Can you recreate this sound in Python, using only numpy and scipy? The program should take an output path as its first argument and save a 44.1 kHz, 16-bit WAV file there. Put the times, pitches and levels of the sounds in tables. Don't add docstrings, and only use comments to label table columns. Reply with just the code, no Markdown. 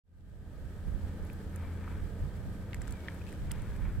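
import sys
import numpy as np
from scipy import signal
from scipy.fft import rfft, irfft
from scipy.io import wavfile

SR = 44100
rng = np.random.default_rng(int(sys.argv[2]) if len(sys.argv) > 2 else 0)


def generate_wav(signal):
    frames = np.transpose(np.atleast_2d(signal))
    scaled = np.clip(frames, -1, 1) * 32767
    pcm = np.round(scaled).astype(np.int16)
    wavfile.write(sys.argv[1], SR, pcm)


N = 176400
TIME = np.arange(N) / SR


def from_db(db):
    return 10 ** (np.asarray(db) / 20)


def unit_rms(x):
    return x / np.sqrt(np.mean(x ** 2) + 1e-20)


def curves(rows):
    seconds, *columns = np.transpose(rows)
    return [np.interp(TIME, seconds, column) for column in columns]


def panned(db):
    return from_db(np.array([[db], [-db]]) / 2)


def drift(corner_hz):
    hz = np.arange(N // 2 + 1) * SR / N
    return unit_rms(irfft(rfft(rng.standard_normal(N)) / (1 + (hz / corner_hz) ** 2), N))


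def noise(spectrum, width):
    hz, db = np.transpose(spectrum)
    bins = np.arange(1, N // 2 + 2) * SR / N
    gain = from_db(np.interp(np.log(bins), np.log(hz), db))
    gain /= (1 + (hz[0] / bins / 2) ** 2) * (1 + (bins / hz[-1] / 2) ** 2)
    mid, side = irfft(rfft(rng.standard_normal((2, N))) * gain, N)
    return unit_rms(np.array([mid + width * side, mid - width * side]))


def resonance(x, hz, width_hz):
    r = np.exp(-np.pi * width_hz / SR)
    feedback = [1, -2 * r * np.cos(2 * np.pi * hz / SR), r * r]
    return signal.lfilter(np.array([1, 0, -1]) * (1 - r * r) / 2, feedback, x + 1e-18)


def decay(t, t60):
    return np.exp(-np.log(1000) * t / t60)


def tone(hz):
    return np.sin(2 * np.pi * (np.cumsum(hz) / SR + rng.random()))


def shell_knock(t, hz, t60, rise_s=0.00042, overtone_ratio=1.164):
    phase = 2 * np.pi * hz * t
    modes = np.sin(phase) + from_db(-17.5) * np.sin(overtone_ratio * phase)
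    attack = 1 - np.exp(-(t / rise_s) ** 2)
    return modes * decay(t, t60) * attack


SNAP_T60_S = 0.0041
def shell_snap(t, grit, hz, q=7):
    envelope = decay(t, SNAP_T60_S)
    edges_hz = [0.59 * hz, min(1.58 * hz, 0.45 * SR)]
    band = signal.butter(2, edges_hz, "band", fs=SR, output="sos")
    burst = signal.sosfilt(band, grit * envelope)
    snap = resonance(burst, hz, hz / q) + 0.24 * burst
    return snap * np.sqrt(np.sum(envelope ** 2) / np.sum(snap ** 2, axis=1, keepdims=True))


# start in seconds, knock frequency in Hz, relative knock level in dB, knock t60 in seconds,
# snap frequency in Hz, relative snap level in dB, left minus right in dB.
SHELL_CLICKS = [(1.2501, 1780, -45, .005, 11200, -48, 1), (1.2994, 1730, -40.5, 0.0077, 2640, -41, 6),
                (1.332, 1500, -60, .005, 11600, -42, 0), (1.5605, 1700, -41, 0.0071, 9300, -35.5, 2),
                (1.8776, 1270, -34, .008, 2435, -52, 1), (2.7318, 2100, -34, 0.0081, 2770, -39, -1),
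                (2.7447, 1970, -27, 0.0052, 7400, -32.5, 1.5), (2.8163, 1670, -38, 0.0074, 4200, -60, 6),
                (2.8183, 1810, -43, 0.0067, 7700, -35, -5), (2.8187, 5400, -44.5, 0.0054, 5600, -46, 4),
                (2.8790, 1400, -35, .005, 7506, -38, 4), (2.9087, 6200, -41, 0.0034, 9000, -39, 5),
                (2.9236, 4420, -48, 0.0058, 8900, -36, 3), (3.0769, 3124, -46, .005, 3900, -44, 0),
                (3.0840, 1880, -25.5, 0.0074, 3000, -34, 1), (3.1452, 1810, -47, .006, 8700, -46.5, 4),
                (3.2145, 2470, -48.5, .024, 2600, -58, 5), (3.267, 2550, -48, .016, 4573, -51, 0),
                (3.2812, 2630, -46.5, .016, 8300, -51, 2), (3.2902, 2600, -46, .01, 7800, -52, 0),
                (3.3270, 1870, -41.5, 0.0093, 9100, -40.5, 3), (3.5112, 1900, -32, 0.0037, 2800, -37, -4),
                (3.5135, 3190, -39.5, .009, 8000, -43, 0), (3.5162, 2800, -35.5, .005, 10080, -27.5, 1),
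                (3.5165, 4950, -42.5, 0.009, 8500, -29.5, 5), (3.6200, 1490, -47, 0.0065, 8550, -46.5, 7),
                (3.7633, 1570, -60, .006, 7800, -50, 13)]
def shell_clicks(scatter_t60_s=0.018, scatter_db=-5.5):
    t = TIME[:SR // 20]
    out = np.zeros((2, N + len(t)))
    for start_s, knock_hz, knock_db, knock_t60, snap_hz, snap_db, pan_db in SHELL_CLICKS:
        grit, scatter = rng.standard_normal((2, 2, len(t)))
        knock = from_db(knock_db + 1.5) * shell_knock(t, knock_hz, knock_t60)
        snap = from_db(snap_db - 3.5) * shell_snap(t, grit, snap_hz)
        direct = knock + snap
        stone_response = unit_rms(scatter * decay(t, scatter_t60_s)) / np.sqrt(len(t))
        reflected = signal.fftconvolve(direct, stone_response, axes=1)[:, :len(t)]
        start = int(start_s * SR)
        out[:, start:start + len(t)] += (direct + from_db(scatter_db) * reflected) * panned(pan_db)
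    return out[:, :N]


# time in seconds, mean rate in ticks per second.
TICK_RATE = [(1.0, 0), (1.4, 16), (2.2, 2), (2.7, 3), (3.25, 33), (3.5, 12), (4.0, 18)]
def shell_ticks(spread_db=6.5):
    rate, = curves(TICK_RATE)
    onsets = rng.random(N) < rate / SR
    strength = from_db(-56.5 + spread_db * np.clip(rng.standard_normal(N), -2, 2))
    envelope = signal.lfilter([1], [1, -decay(1 / SR, SNAP_T60_S)], onsets * strength + 1e-18)
    return resonance(envelope * rng.standard_normal((2, N)), hz=7500, width_hz=2500)


# time in seconds, level in dB.
FIZZ_LEVEL = [(0, -74.5), (2.65, -79.5), (2.9, -67.5), (3.1, -70), (3.18, -77), (3.29, -64.5),
              (3.42, -71.5), (3.55, -69), (3.7, -71), (3.78, -82)]
# frequency in Hz, relative spectral density in dB.
FIZZ_SPECTRUM = [(1800, -12), (2700, 4.5), (3500, 4), (4400, -1.5), (5600, -4), (8000, -4.5), (13000, -14)]
def fizz(grain_db=5):
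    db, = curves(FIZZ_LEVEL)
    return from_db(db + grain_db * drift(280)) * noise(FIZZ_SPECTRUM, width=1)


# time in seconds, level in dB.
WASH_LEVEL = [(0, -75.5), (1.1, -66.5), (1.48, -69.5), (1.61, -56.5), (1.74, -62), (1.89, -56), (2.08, -67),
              (2.55, -69), (2.85, -62), (3.0, -63), (3.08, -58.5), (3.2, -63.5), (3.45, -66), (3.53, -56),
              (3.73, -62), (3.87, -55.5), (4.0, -69)]
# frequency in Hz, relative spectral density in dB.
WASH_SPECTRUM = [(500, -5), (950, 7.5), (1150, 4.5), (1450, 6), (1800, 4.5), (2030, 1), (2300, 4),
                 (2700, -7), (3400, -10), (5000, -33), (9000, -32)]
def wavelets(grain_db=2):
    db, = curves(WASH_LEVEL)
    return from_db(db + grain_db * drift(114)) * noise(WASH_SPECTRUM, width=0.16) * panned(4.5)


# time in seconds, level in dB.
GUST_LEVEL = [(0, -40), (.75, -43.5), (.92, -36.5), (1.2, -47.5), (1.6, -45), (1.92, -45), (2.03, -38),
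              (2.16, -49), (2.225, -29.5), (2.29, -44.5), (2.48, -38), (2.65, -53), (2.83, -37), (3.0, -51),
              (3.33, -47), (3.45, -40), (3.77, -37.5), (4.0, -33)]
# time in seconds, left minus right in dB.
GUST_SIDE = [(1.3, -9), (1.8, 3), (2.25, -8), (2.8, -7.5), (3.25, -1), (3.8, -8)]
# frequency in Hz, relative spectral density in dB.
WIND_SPECTRUM = [(10, -11), (22, -2.5), (45, 5.5), (62, 2), (90, -5), (150, -6.5), (230, -28.5), (400, -48),
                 (900, -60)]
def wind(buffet_db=2.5, buffet_hz=10.3):
    db, = curves(GUST_LEVEL)
    side_db, = curves(GUST_SIDE)
    buffets = np.array([drift(buffet_hz), drift(buffet_hz)])
    port_db = db + buffet_db * buffets + np.array([side_db, -side_db]) / 2
    return from_db(port_db) * noise(WIND_SPECTRUM, width=0.87)


# frequency in Hz, relative spectral density in dB.
RUSH_SPECTRUM = [(40, 7), (75, 3.5), (115, -3), (165, -5), (225, -11), (310, -7.5), (370, -12.5),
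                 (430, -10), (540, -13), (760, -22.5), (880, -21.5), (1090, -31.5), (1260, -19.5),
                 (1400, -33.5), (1560, -25.5), (1850, -27), (2500, -58), (3100, -34.5), (5000, -54.5)]
HISS_SPECTRUM = [(200, 0), (450, -7.5), (750, -12), (1100, -17.5), (1350, -18.5), (1550, -6), (1760, -13.5),
                 (2050, -19), (2900, -21.5), (3700, -23.5), (4400, -23), (6400, -27.5), (7300, -24.5),
                 (8300, -22.5), (9700, -29), (12400, -25), (15500, -32)]
def sea():
    rush = from_db(-45 - 0.54 * drift(1.8)) * noise(RUSH_SPECTRUM, width=0.067)
    hiss = from_db(-57 + 0.93 * drift(14)) * noise(HISS_SPECTRUM, width=1)
    return rush + hiss


# time in seconds, firing rate in Hz, base level in dB.
BOAT_ENGINE = [(0, 85.46, -37.5), (.6, 87.2, -49), (1.45, 86.17, -43.5), (1.65, 86.46, -36),
               (2.0, 86.54, -36), (2.3, 87.06, -53.5), (2.6, 87, -46), (3.05, 86.93, -47),
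               (3.3, 86.57, -44), (3.6, 86.6, -57.5), (4.0, 87.3, -43)]
# multiple of the firing rate, offset from the mean base level in dB,
# share of the level swing that it follows.
BOAT_ORDERS = [(1, -1, 0.75), (1.5, -16, 0.48), (2, -8, 0.15), (3, -17.5, 0.15)]
# time in seconds, level of the fundamental in dB.
SECOND_ENGINE = [(1.1, -55.5), (1.8, -61.5), (2.4, -52), (3.4, -57.5), (3.75, -45), (4.0, -53)]
# frequency in Hz, level in dB.
MACHINERY = [(77.5, -53), (202.8, -52.5)]
def engines(second_hz=110.2, waver_db=1.5, pitch_wander=0.004):
    firing_hz, boat_db = curves(BOAT_ENGINE)
    second_db, = curves(SECOND_ENGINE)
    mean_db = boat_db.mean()
    partials = [(order * firing_hz, mean_db + offset_db + share * (boat_db - mean_db))
                for order, offset_db, share in BOAT_ORDERS]
    partials += [(second_hz, second_db), (2 * second_hz, second_db - 12)] + MACHINERY
    out = np.zeros(N)
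    for hz, db in partials:
        amplitude = np.sqrt(2) * from_db(db + waver_db * drift(1.07))
        out += amplitude * tone(hz * (1 + pitch_wander * drift(4.23)))
    return out


# time in seconds, pitch in Hz, level in dB.
WHISTLE_GLIDE = [(2.90, 2470, -72), (2.945, 2390, -63), (2.99, 2230, -66), (3.04, 2210, -62),
                 (3.08, 2270, -70)]
def bird(edge_s=0.019, flicker_db=1, pitch_wobble=0.0086):
    hz, db = curves(WHISTLE_GLIDE)
    start_s, end_s = WHISTLE_GLIDE[0][0], WHISTLE_GLIDE[-1][0]
    gate = np.clip(np.minimum(TIME - start_s, end_s - TIME) / edge_s, 0, 1)
    amplitude = gate * from_db(db + flicker_db * drift(41))
    return amplitude * tone(hz * (1 + pitch_wobble * drift(126)))


def scene():
    return wind() + sea() + wavelets() + fizz() + engines() + shell_clicks() + shell_ticks() + bird()


FADE_START_S, FADE_S, CUTOFF_HZ = 0.036, 1.0, 15900
def record(dry):
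    fade = np.clip((TIME - FADE_START_S) / FADE_S, 0, 1) ** 1.03
    low_pass = signal.ellip(12, .1, 80, CUTOFF_HZ, fs=SR, output="sos")
    return signal.sosfilt(low_pass, dry * fade)


dry = scene()
out = record(dry)
generate_wav(out)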